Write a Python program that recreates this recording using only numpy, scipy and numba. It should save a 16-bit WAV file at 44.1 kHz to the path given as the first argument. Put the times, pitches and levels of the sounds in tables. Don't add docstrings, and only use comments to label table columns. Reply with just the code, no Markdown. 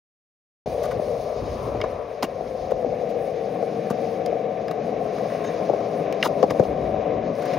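import sys
import numpy as np
from scipy import signal
from scipy.fft import rfft, irfft, next_fast_len
from scipy.io import wavfile
from scipy.ndimage import uniform_filter1d
from numba import njit

SR = 44100
rng = np.random.default_rng(int(sys.argv[2]) if len(sys.argv) > 2 else 0)


def transcribe(u):
    v = np.clip(np.atleast_2d(u).T, -1, 1)
    q = np.round(v * 32767).astype(np.int16)
    wavfile.write(sys.argv[1], SR, q)


def voltage_ratio(level):
    return 10 ** (np.asarray(level, float) / 20)


N = 334278
SIDES = np.array([[1], [-1]])


def curves(table):
    s, *columns = np.transpose(table)
    return [np.interp(np.arange(N) / SR, s, c) for c in columns]


def unit(x):
    return x / np.sqrt(np.mean(x ** 2))


def peak(x, db):
    return voltage_ratio(db) * x / np.abs(x).max()


def colour(x, points):
    size = next_fast_len(N)
    hz, db = np.transpose(points)
    bins_hz = np.arange(size // 2 + 1) * SR / size + 1
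    gain = voltage_ratio(np.interp(np.log(bins_hz), np.log(hz), db, left=-90, right=-90))
    return irfft(rfft(x, size) * gain, size)[..., :N]


def band(x, lo_hz, hi_hz, order):
    return signal.sosfilt(signal.butter(order, [lo_hz, hi_hz], "band", fs=SR, output="sos"), x)


def ring(x, hz, width):
    return signal.lfilter(*signal.iirpeak(hz, hz / width, SR), x)


def walk(rate):
    k = int(SR / rate)
    held = np.repeat(rng.standard_normal(N // k + 1), k)
    return uniform_filter1d(uniform_filter1d(held, k), k)[:N]


def grit(rough_db):
    grain = np.minimum(rng.exponential(size=N), 7)
    return unit(rng.standard_normal(N) * voltage_ratio(rough_db * grain))


def ears(x, pan_db):
    left = voltage_ratio(pan_db)
    return x * 2 * np.array([left, np.ones_like(left)]).reshape(2, -1) / (1 + left)


# time_s, turn_ms (time of one turn)
WHEEL_TURNS = [(.9, 34.5), (1.45, 33), (2.0, 33.5), (2.4, 38.7), (2.7, 39.8), (3.15, 42.8), (3.4, 43.9),
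               (4.2, 44.1), (4.55, 44.8), (4.9, 46.8), (5.2, 47.6), (5.5, 48.9), (6.05, 50.5), (6.9, 52),
               (7.58, 54)]
# turn_rate (against the first wheel), level_db (against the grit)
WORN_TREADS = [(1, -10.5), (1.06, -15)]


def treads():
    turn_ms, = curves(WHEEL_TURNS)
    turns = np.cumsum(1000 / turn_ms / SR)
    around = np.linspace(0, 1, 256, endpoint=False)
    surfaces = rng.standard_normal((len(WORN_TREADS), len(around)))
    return sum(voltage_ratio(level_db) * unit(np.interp(rate * turns, around, surface, period=1))
               for (rate, level_db), surface in zip(WORN_TREADS, surfaces))


# pitch_hz, width_hz, level_db
NEAR_MODES = [(167, 34, -4), (218, 74, 0.5), (300, 49, -7), (453, 120, -8), (500.5, 110, 5.5),
              (562, 113, 2), (659, 84, -2), (717, 43, -1.5), (819, 60, 10.5), (930, 100, -0.5),
              (1049, 140, 4.5)]
# low_hz, high_hz
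NEAR_BANDS = [(80, 343), (395, 773), (760, 1355)]


def near_parts(shake, order):
    groups = NEAR_MODES[:3], NEAR_MODES[3:-3], NEAR_MODES[-3:]
    parts = []
    for modes, edges in zip(groups, NEAR_BANDS):
        ringing = sum(voltage_ratio(level_db) * ring(shake, hz, width_hz) for hz, width_hz, level_db in modes)
        parts.append(band(ringing, *edges, order))
    return parts


# time_s, drone_db (wheels),
# coarse_db (deck over drone, shaken by coarse ground), lean_db (trucks over drone, buzzing under lean)
NEAR_ROLL = [(.72, -24, -20.5, -22), (.88, -22.5, -17.5, -19), (.99, -25.5, -21, -19),
             (1.06, -24, -16.5, -20.5), (1.23, -25.5, -19, -18), (1.33, -25.5, -22, -16),
             (1.44, -27.5, -6.5, -13), (1.7, -27, -12.5, -10.5), (1.89, -28, -14, -13),
             (1.98, -28, -16, -10.5), (2.08, -29.5, -20, -14), (2.19, -29, -18, -17),
             (2.3, -29.5, -12, -15), (2.78, -26.5, -12, -20.5), (3.2, -25.5, -12, -24),
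             (3.77, -26.5, -6.5, -19.5), (4.0, -25, -9, -21), (5.0, -25, -10.5, -20.5),
             (5.36, -25.5, -7.5, -15.5), (5.94, -24.5, -7.5, -18), (6.2, -24.5, -9.5, -17.5),
             (6.61, -25.5, -4.5, -17), (7.04, -24, -10, -18), (7.39, -26, -5.5, -16.5),
             (7.58, -24.5, -6, -13.5)]


def near_roll():
    drone_db, coarse_db, lean_db = curves(NEAR_ROLL)
    shake = (grit(rough_db=2.5) + treads()) * voltage_ratio(1.13 * walk(35))
    deck, drone, truck = near_parts(shake, order=5)
    deck_db = drone_db + coarse_db + walk(14)
    return voltage_ratio(deck_db) * unit(deck), voltage_ratio(drone_db) * unit(drone), voltage_ratio(drone_db + lean_db) * unit(truck)


# start_s, peak_db (wheels), thud_db (deck over wheels),
# tick_db (rattle over wheels; it also sets the trucks' clank), push_ms (decay of the push)
JOINTS = [(0.674, -19.5, -6, -43, 2.4), (0.997, -12, -11, -48, 1.3), (1.478, -22, -11, -31, 1.5),
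          (1.747, -15, -10.5, -44, 4.3), (1.8386, -11.5, -36, -24, 5.7), (1.86, -16, -34, -40, 2.2),
          (2.408, -15.5, -34, -42, 2.2), (2.718, -6.5, -37, -31, 2.6), (2.846, -11, -44, -44, 1.3),
          (2.861, -22, -1, -29, 10), (3.626, -9.5, -25, -35, 11), (3.905, -18.5, 2, -34, 4.5),
          (4.013, -27, -23, -37, 2.6), (4.324, -13.5, -36, -38, 7.3), (4.649, -34, -9, -28, 1.1),
          (5.207, -15, -44, -30, 1.6), (5.256, -14.5, -22, -35, 0.98), (5.348, -15.5, -26, -38, 1.6),
          (5.614, -19, -25, -41, 2.2), (5.688, -13, -34, -30, 3.4), (5.697, -4.5, -16.5, -33.5, 5.9),
          (5.733, -8, -19, -33, 5.2), (5.805, -18.5, -26, -26, 4.7), (6.4, -15.5, -22, -48, 2.2),
          (6.428, 1, -38, -25, 7.9), (6.438, 0.5, -8, -55, 4.5), (6.569, -29, -14, -21, 3.4),
          (6.596, 1, -14.5, -30.5, 6), (6.6015, -4.5, -1.5, -31, 0.85), (6.625, -9.5, -32, -36, 8.3),
          (6.652, -11, -25, -30, 1.5), (6.694, -33, 10, -37, 4.7), (6.728, -20, -6, -24, 1.1),
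          (6.943, -14, -11, -36, 2.3)]


def near_knocks():
    t = np.arange(4096) / SR
    deck, drone, truck = np.zeros((3, N))
    chances = rng.standard_normal((len(JOINTS), 4096))
    for (start_s, peak_db, thud_db, tick_db, push_ms), chance in zip(JOINTS, chances):
        rattle = chance * np.exp(-t / (push_ms / 1000))
        push = band(0.12 * rattle + (t == 0), 70, 910, order=2)
        thud, knock, clank = near_parts(push, order=2)
        tick = band(rattle, 1300, 6700, order=2)
        i = int(start_s * SR)
        drone[i:i + 4096] += peak(knock, peak_db)
        deck[i:i + 4096] += peak(thud, peak_db + thud_db)
        truck[i:i + 4096] += peak(clank, peak_db + 0.66 * tick_db + 4.0)
        truck[i:i + 4096] += peak(tick, peak_db + tick_db)
    return deck, drone, truck


# time_s, pan_db (left minus right, for the wheels)
PHONE_TURN = [(.7, 5.5), (1.0, 8.5), (1.8, 7.5), (2.6, 9), (4.2, 10), (5.4, 9), (6.3, 9.5), (7.58, 10)]


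def near_board():
    deck, drone, truck = [roll + knock for roll, knock in zip(near_roll(), near_knocks())]
    pan_db, = curves(PHONE_TURN)
    placed = ears(drone, pan_db) + ears(deck, 0.3 * pan_db) + ears(truck, 1.67 * pan_db)
    spread = voltage_ratio(-16.5) * np.roll(drone + deck, 900) * np.array([[.3], [-1]])
    off_ground = voltage_ratio(-8.0) * np.roll(truck, 500) * np.array([[0], [1]])
    return placed + spread + off_ground


# top_s, level_db, width_ms (from the top down to 1/e)
WIND_GUSTS = [(.75, -37, 210), (0.961, -33.5, 27), (1.15, -41, 116), (1.44, -37, 68), (1.57, -56, 140),
              (1.72, -33.5, 220), (2.3, -49, 180), (2.64, -41, 36), (2.76, -31.5, 21), (2.9, -39, 103),
              (3.33, -47.5, 24), (3.42, -57, 27), (5.16, -44, 13), (5.73, -56, 80), (6.52, -29, 11),
              (6.61, -26.5, 15), (6.72, -32, 52), (6.89, -32, 100), (6.99, -37, 12), (7.2, -42, 96)]
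# pitch_hz, level_db
WIND_SPECTRUM = [(20, -33), (35, -23), (50, 3), (75, -3.5), (110, 0.5), (200, -9.5), (400, -5.5)]


def wind():
    t = np.arange(N) / SR
    strength = voltage_ratio(-51.5 + 3 * walk(4.1))
    for top_s, level_db, width_ms in WIND_GUSTS:
        strength += voltage_ratio(level_db) * np.exp(-((t - top_s) * 1000 / width_ms) ** 2)
    air = rng.standard_normal(N) + 0.21 * rng.standard_normal(N) * SIDES
    return strength * voltage_ratio(2.0 * walk(16)) * unit(colour(air, WIND_SPECTRUM))


def wide_grit(share):
    return grit(rough_db=2.0) + share * rng.standard_normal(N) * SIDES


# time_s, roar_db,
# hiss_db (over the roar; high when the board is close or the wheels skid)
FAR_LEVELS = [(.95, -50, -2), (1.21, -52.5, -0.5), (1.52, -49.5, -2.5), (1.85, -47.5, -8.5),
              (2.02, -51, -9.5), (2.3, -53, -5), (2.67, -52.5, -4.5), (3.03, -49.5, -7.5), (3.41, -49, -8),
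              (4.07, -47.5, -7), (4.3, -47, -10), (4.5, -48.5, -14), (4.66, -48.5, -11), (4.8, -47, -12),
              (5.0, -48.5, -8.5), (5.18, -47.5, -5), (5.3, -45, -6), (5.45, -45, -8.5), (5.6, -45.5, -7),
              (5.94, -47.5, -6), (6.14, -45, -11), (6.34, -49.5, -6), (6.65, -46, -6.5), (6.78, -48, -11),
              (7.0, -46, -13), (7.25, -46.5, -14), (7.36, -47, -7.5), (7.52, -41.5, -5), (7.58, -43, -7.5)]
# pitch_hz, level_db
ROAR_SPECTRUM = [(1000, -39), (1300, -0.5), (1600, 6), (2000, 5.5), (2350, 7), (2700, 0.5), (3300, -7.5),
                 (4000, -4)]
HISS_SPECTRUM = [(2500, -8), (3500, -5), (5000, -3), (6800, -9), (7200, -35)]
FINE_SPECTRUM = [(8200, -13), (8600, -4.5), (12900, -13), (13300, -34), (14300, -28.5), (14700, -12),
                 (15800, -11.5)]


def far_roll():
    roar_db, hiss_db = curves(FAR_LEVELS)
    fine_db = -2 + 1.44 * hiss_db
    roar = voltage_ratio(roar_db + 1.5 * walk(60)) * unit(colour(wide_grit(0.31), ROAR_SPECTRUM))
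    hiss = voltage_ratio(roar_db + hiss_db + 2.0 * walk(30)) * unit(colour(wide_grit(0.39), HISS_SPECTRUM))
    fine = voltage_ratio(roar_db + fine_db + 3.8 * walk(24)) * unit(colour(wide_grit(0.73), FINE_SPECTRUM))
    return roar + hiss + fine


# late_ms, level_db
RAMP_ECHOES = [(4.1, -21), (6.7, -22), (9.8, -24), (13.3, -25), (18.1, -27), (24.5, -29)]


def ramp_echoes(far):
    echoes = 0
    for k, (late_ms, level_db) in enumerate(RAMP_ECHOES):
        sides = far[::-1] if k % 2 == 0 else far
        echoes = echoes + voltage_ratio(level_db) * np.roll(sides, int(late_ms * SR / 1000), axis=1)
    return echoes


RISE_MS = .8
BELOW, ABOVE = .55, 1.7
MIDDLE_PAN_DB = 3


def blow(length_ms):
    t = np.arange(8192) / SR * 1000
    rise_ms = RISE_MS + .17 * length_ms
    return np.where(t < rise_ms, t / rise_ms, np.exp(-((t - rise_ms) / length_ms) ** 2))


def board_modes(force, table):
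    contact = np.arange(len(force)) == int(RISE_MS * SR / 1000)
    force = force + 8 * contact
    return [voltage_ratio(level_db) * np.sqrt(t60_s) * ring(force, hz, np.log(1000) / np.pi / t60_s)
            for hz, level_db, t60_s in table]


# pitch_hz, level_db, t60_s
FAR_MODES = [(202, -4.5, 0.043), (270, 4.5, 0.046), (352, 0.5, 0.067), (545, 3, 0.02), (740, 3, 0.01),
             (815, 16, 0.022), (1157, 11.5, 0.014), (1490, 4, 0.0163), (1674, 0.5, 0.018), (1885, 2, 0.012),
             (2200, 3.5, 0.012), (2820, 0, 0.027), (3203, -2, 0.017), (3740, 0, 0.0071), (4220, -3, 0.007),
             (4990, -0.5, 0.021), (5540, -4.5, 0.012), (6180, -7, 0.01)]
# start_s, peak_db, spray_db (treble noise over peak),
# centre_hz (of the ring), length_ms
FAR_BLOWS = [(0.829, -41.5, 2.5, 5000, 16), (0.835, -29, -16, 1670, 12), (0.851, -28.5, -12.5, 1340, 11),
             (0.908, -26, -17, 1580, 14), (0.91, -37, -13, 2600, 11), (0.925, -35, -21, 1280, 8),
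             (1.801, -30, -22.5, 1490, 4), (1.8132, -20, -24, 2300, 2), (1.814, -27, -21, 1350, 2.5),
             (1.816, -25, -24, 2720, 1.6), (1.813, -27.5, -15, 4930, 2.3), (1.84, -22, -27.5, 1170, 5),
             (2.2247, -24.5, -11, 800, 3.7), (2.227, -21, -14.5, 1500, 7.2), (2.2242, -21, -20, 3700, 1.5),
             (2.2305, -17.5, -31, 970, 2.2), (2.229, -18, -1, 5000, 1.1), (2.229, -20.5, -20, 2800, 2),
             (2.231, -27.5, -4.5, 2350, 15), (2.246, -26.5, -20.5, 2200, 2.4), (2.707, -34.5, -10, 1980, 8),
             (3.089, -48.5, -1.5, 3460, 27), (3.8992, -24, -13, 1370, 13.5), (4.26, -33, -0.5, 4500, 2.8),
             (4.26, -33.5, -20, 2100, 3), (4.681, -32.5, -11, 4080, 2.5), (4.681, -28, -20, 1700, 2.3),
             (4.71, -29.5, -11, 3830, 2.3), (4.711, -27, -15.5, 1470, 6.3), (5.182, -29.5, -19, 1600, 4.4),
             (5.195, -29.5, -24.5, 1810, 3.4), (5.299, -31.5, -23, 1700, 6), (5.317, -33, -24, 1900, 3.1),
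             (5.4432, -29, -16, 1850, 9.1), (6.1238, -27, -15, 2670, 3.3), (6.125, -33.5, -1.5, 6360, 2.7),
             (6.203, -41.5, -15, 5300, 16), (6.2263, -5, -22, 2940, 0.55),
             (6.2275, -18.5, -17.5, 5330, 1.1), (6.2273, -8, -28.5, 2080, 1.8),
             (6.232, -16.5, -25, 1700, 1.6), (6.234, -29, -2.5, 3700, 10), (6.245, -26.5, -4.5, 4200, 20),
             (6.2512, -25, -8.5, 3500, 5.9), (6.244, -21, -11, 1500, 7.5), (6.252, -16, -18.5, 1160, 9.9),
             (6.258, -19, -17, 970, 3.6), (6.272, -32.5, -1.5, 3600, 4.3), (6.4988, -25, -19, 2700, 2.3),
             (6.505, -28.5, -6, 2480, 7.7), (6.503, -21.5, -23.5, 1640, 5.8),
             (6.5035, -25.5, -24, 5500, 1.8), (6.506, -14, -31.5, 910, 4.6), (6.636, -35, -8, 3000, 6.9),
             (7.351, -41, -11, 5400, 2.2), (7.419, -30, -14.5, 1510, 15), (7.451, -31.5, -11, 1790, 16),
             (7.481, -34.5, -19.5, 4700, 3), (7.533, -28.5, -28, 2050, 12), (7.533, -35, -9.5, 4970, 11)]


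def far_clacks():
    out, spray = np.zeros((2, 2, N + 8192))
    chances = rng.standard_normal((len(FAR_BLOWS), 3, 8192))
    signs = np.resize([1, -1], len(FAR_MODES))
    for (start_s, peak_db, spray_db, centre_hz, length_ms), chance in zip(FAR_BLOWS, chances):
        shape = blow(length_ms)
        modes = board_modes(chance[0] * shape, FAR_MODES)
        thump = sum(modes[:5])
        clack = 0
        for (hz, _, _), mode, sign in zip(FAR_MODES[5:], modes[5:], signs):
            clack = clack + voltage_ratio(-15 * abs(np.log2(hz / centre_hz))) * mode * sign
        clack = band(clack, BELOW * centre_hz, ABOVE * centre_hz, order=2)
        body = peak(clack, peak_db) + peak(thump, peak_db - 15)
        pan_db = MIDDLE_PAN_DB - 2 * np.log2(centre_hz / 2000)
        noise = chance[1] + 0.44 * chance[2] * SIDES
        i = int(start_s * SR)
        out[:, i:i + 8192] += ears(body, pan_db)
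        spray[:, i:i + 8192] += voltage_ratio(peak_db + spray_db) * shape * noise
    spray_points = [(900, -20.5), (2000, -5.5), (3000, 1.0), (4500, 0.0), (6800, -0.5), (8700, 3.5),
                    (13000, -2.0), (15800, -3.5)]
    return out[:, :N] + colour(spray[:, :N], spray_points)


# start_s, peak_db, centre_hz (of the boom), length_ms
DECK_SLAPS = [(2.2256, -11.5, 680, 4.1), (2.232, -14, 270, 8), (2.242, -15, 500, 6), (3.899, -28, 270, 3.1),
              (4.259, -33, 400, 4.9), (6.125, -30, 400, 3.7), (6.262, -10, 705, 5), (6.506, -16, 300, 8.9)]


def far_slaps():
    out = np.zeros((2, N))
    chances = rng.standard_normal((len(DECK_SLAPS), 8192))
    for (start_s, peak_db, centre_hz, length_ms), chance in zip(DECK_SLAPS, chances):
        modes = board_modes(chance * blow(length_ms), FAR_MODES[:5])
        boom = band(sum(modes), BELOW * centre_hz, ABOVE * centre_hz, order=2)
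        i = int(start_s * SR)
        out[:, i:i + 8192] += ears(peak(boom, peak_db), MIDDLE_PAN_DB)
    return out


# start_s, peak_db
METAL_CHATTER = [(5.4405, -35), (5.447, -36), (5.455, -37), (5.464, -34.5), (5.4725, -33), (5.482, -37),
                 (5.4935, -36)]
# pitch_hz, level_db, t60_s
METAL_MODES = [(1730, 5, .025), (2990, -8, .02), (3715, -2, .025), (5250, -8, .01), (6340, -1, .016)]


def far_chatter():
    out = np.zeros((2, N))
    chances = rng.standard_normal((len(METAL_CHATTER), 8192))
    for (start_s, peak_db), chance in zip(METAL_CHATTER, chances):
        chink = sum(board_modes(chance * blow(length_ms=6.1), METAL_MODES))
        i = int(start_s * SR)
        out[:, i:i + 8192] += peak(chink, peak_db)
    return out


def scene():
    near = near_board()
    gusty = wind()
    far = far_roll() + far_clacks() + far_slaps() + far_chatter()
    return near + gusty + far + ramp_echoes(far)


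# pitch_hz, level_db
WHOLE_SPECTRUM = [(10, -2.5), (6900, -1), (7150, -7.5), (8200, -15.5), (8500, -9), (15800, -5),
                  (15900, -67)]


def shape_whole(dry):
    return colour(dry, WHOLE_SPECTRUM)


@njit
def follow(size, attack, release):
    out, level = np.empty(len(size)), 0.
    for i in range(len(size)):
        level += (size[i] - level) * (attack if size[i] > level else release)
        out[i] = level
    return out


def limiter(heard):
    attack_s, release_s = 0.0017, 0.071
    level = follow(np.abs(heard).max(axis=0), 1 / (attack_s * SR), 1 / (release_s * SR))
    return heard * np.minimum(1, voltage_ratio(-13) / (level + 1e-9)) ** 0.32


def band_limit(x):
    return signal.sosfilt(signal.butter(12, 16150, fs=SR, output="sos"), x)


def record(dry):
    start_s, fade_s = .659, 0.0022
    fade = np.clip((np.arange(N) / SR - start_s) / fade_s, 0, 1)
    heard = limiter(shape_whole(dry) * fade)
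    mix = heard / (1 + np.abs(heard) ** 4) ** 0.17
    return band_limit(mix)


dry = scene()
out = record(dry)
transcribe(out)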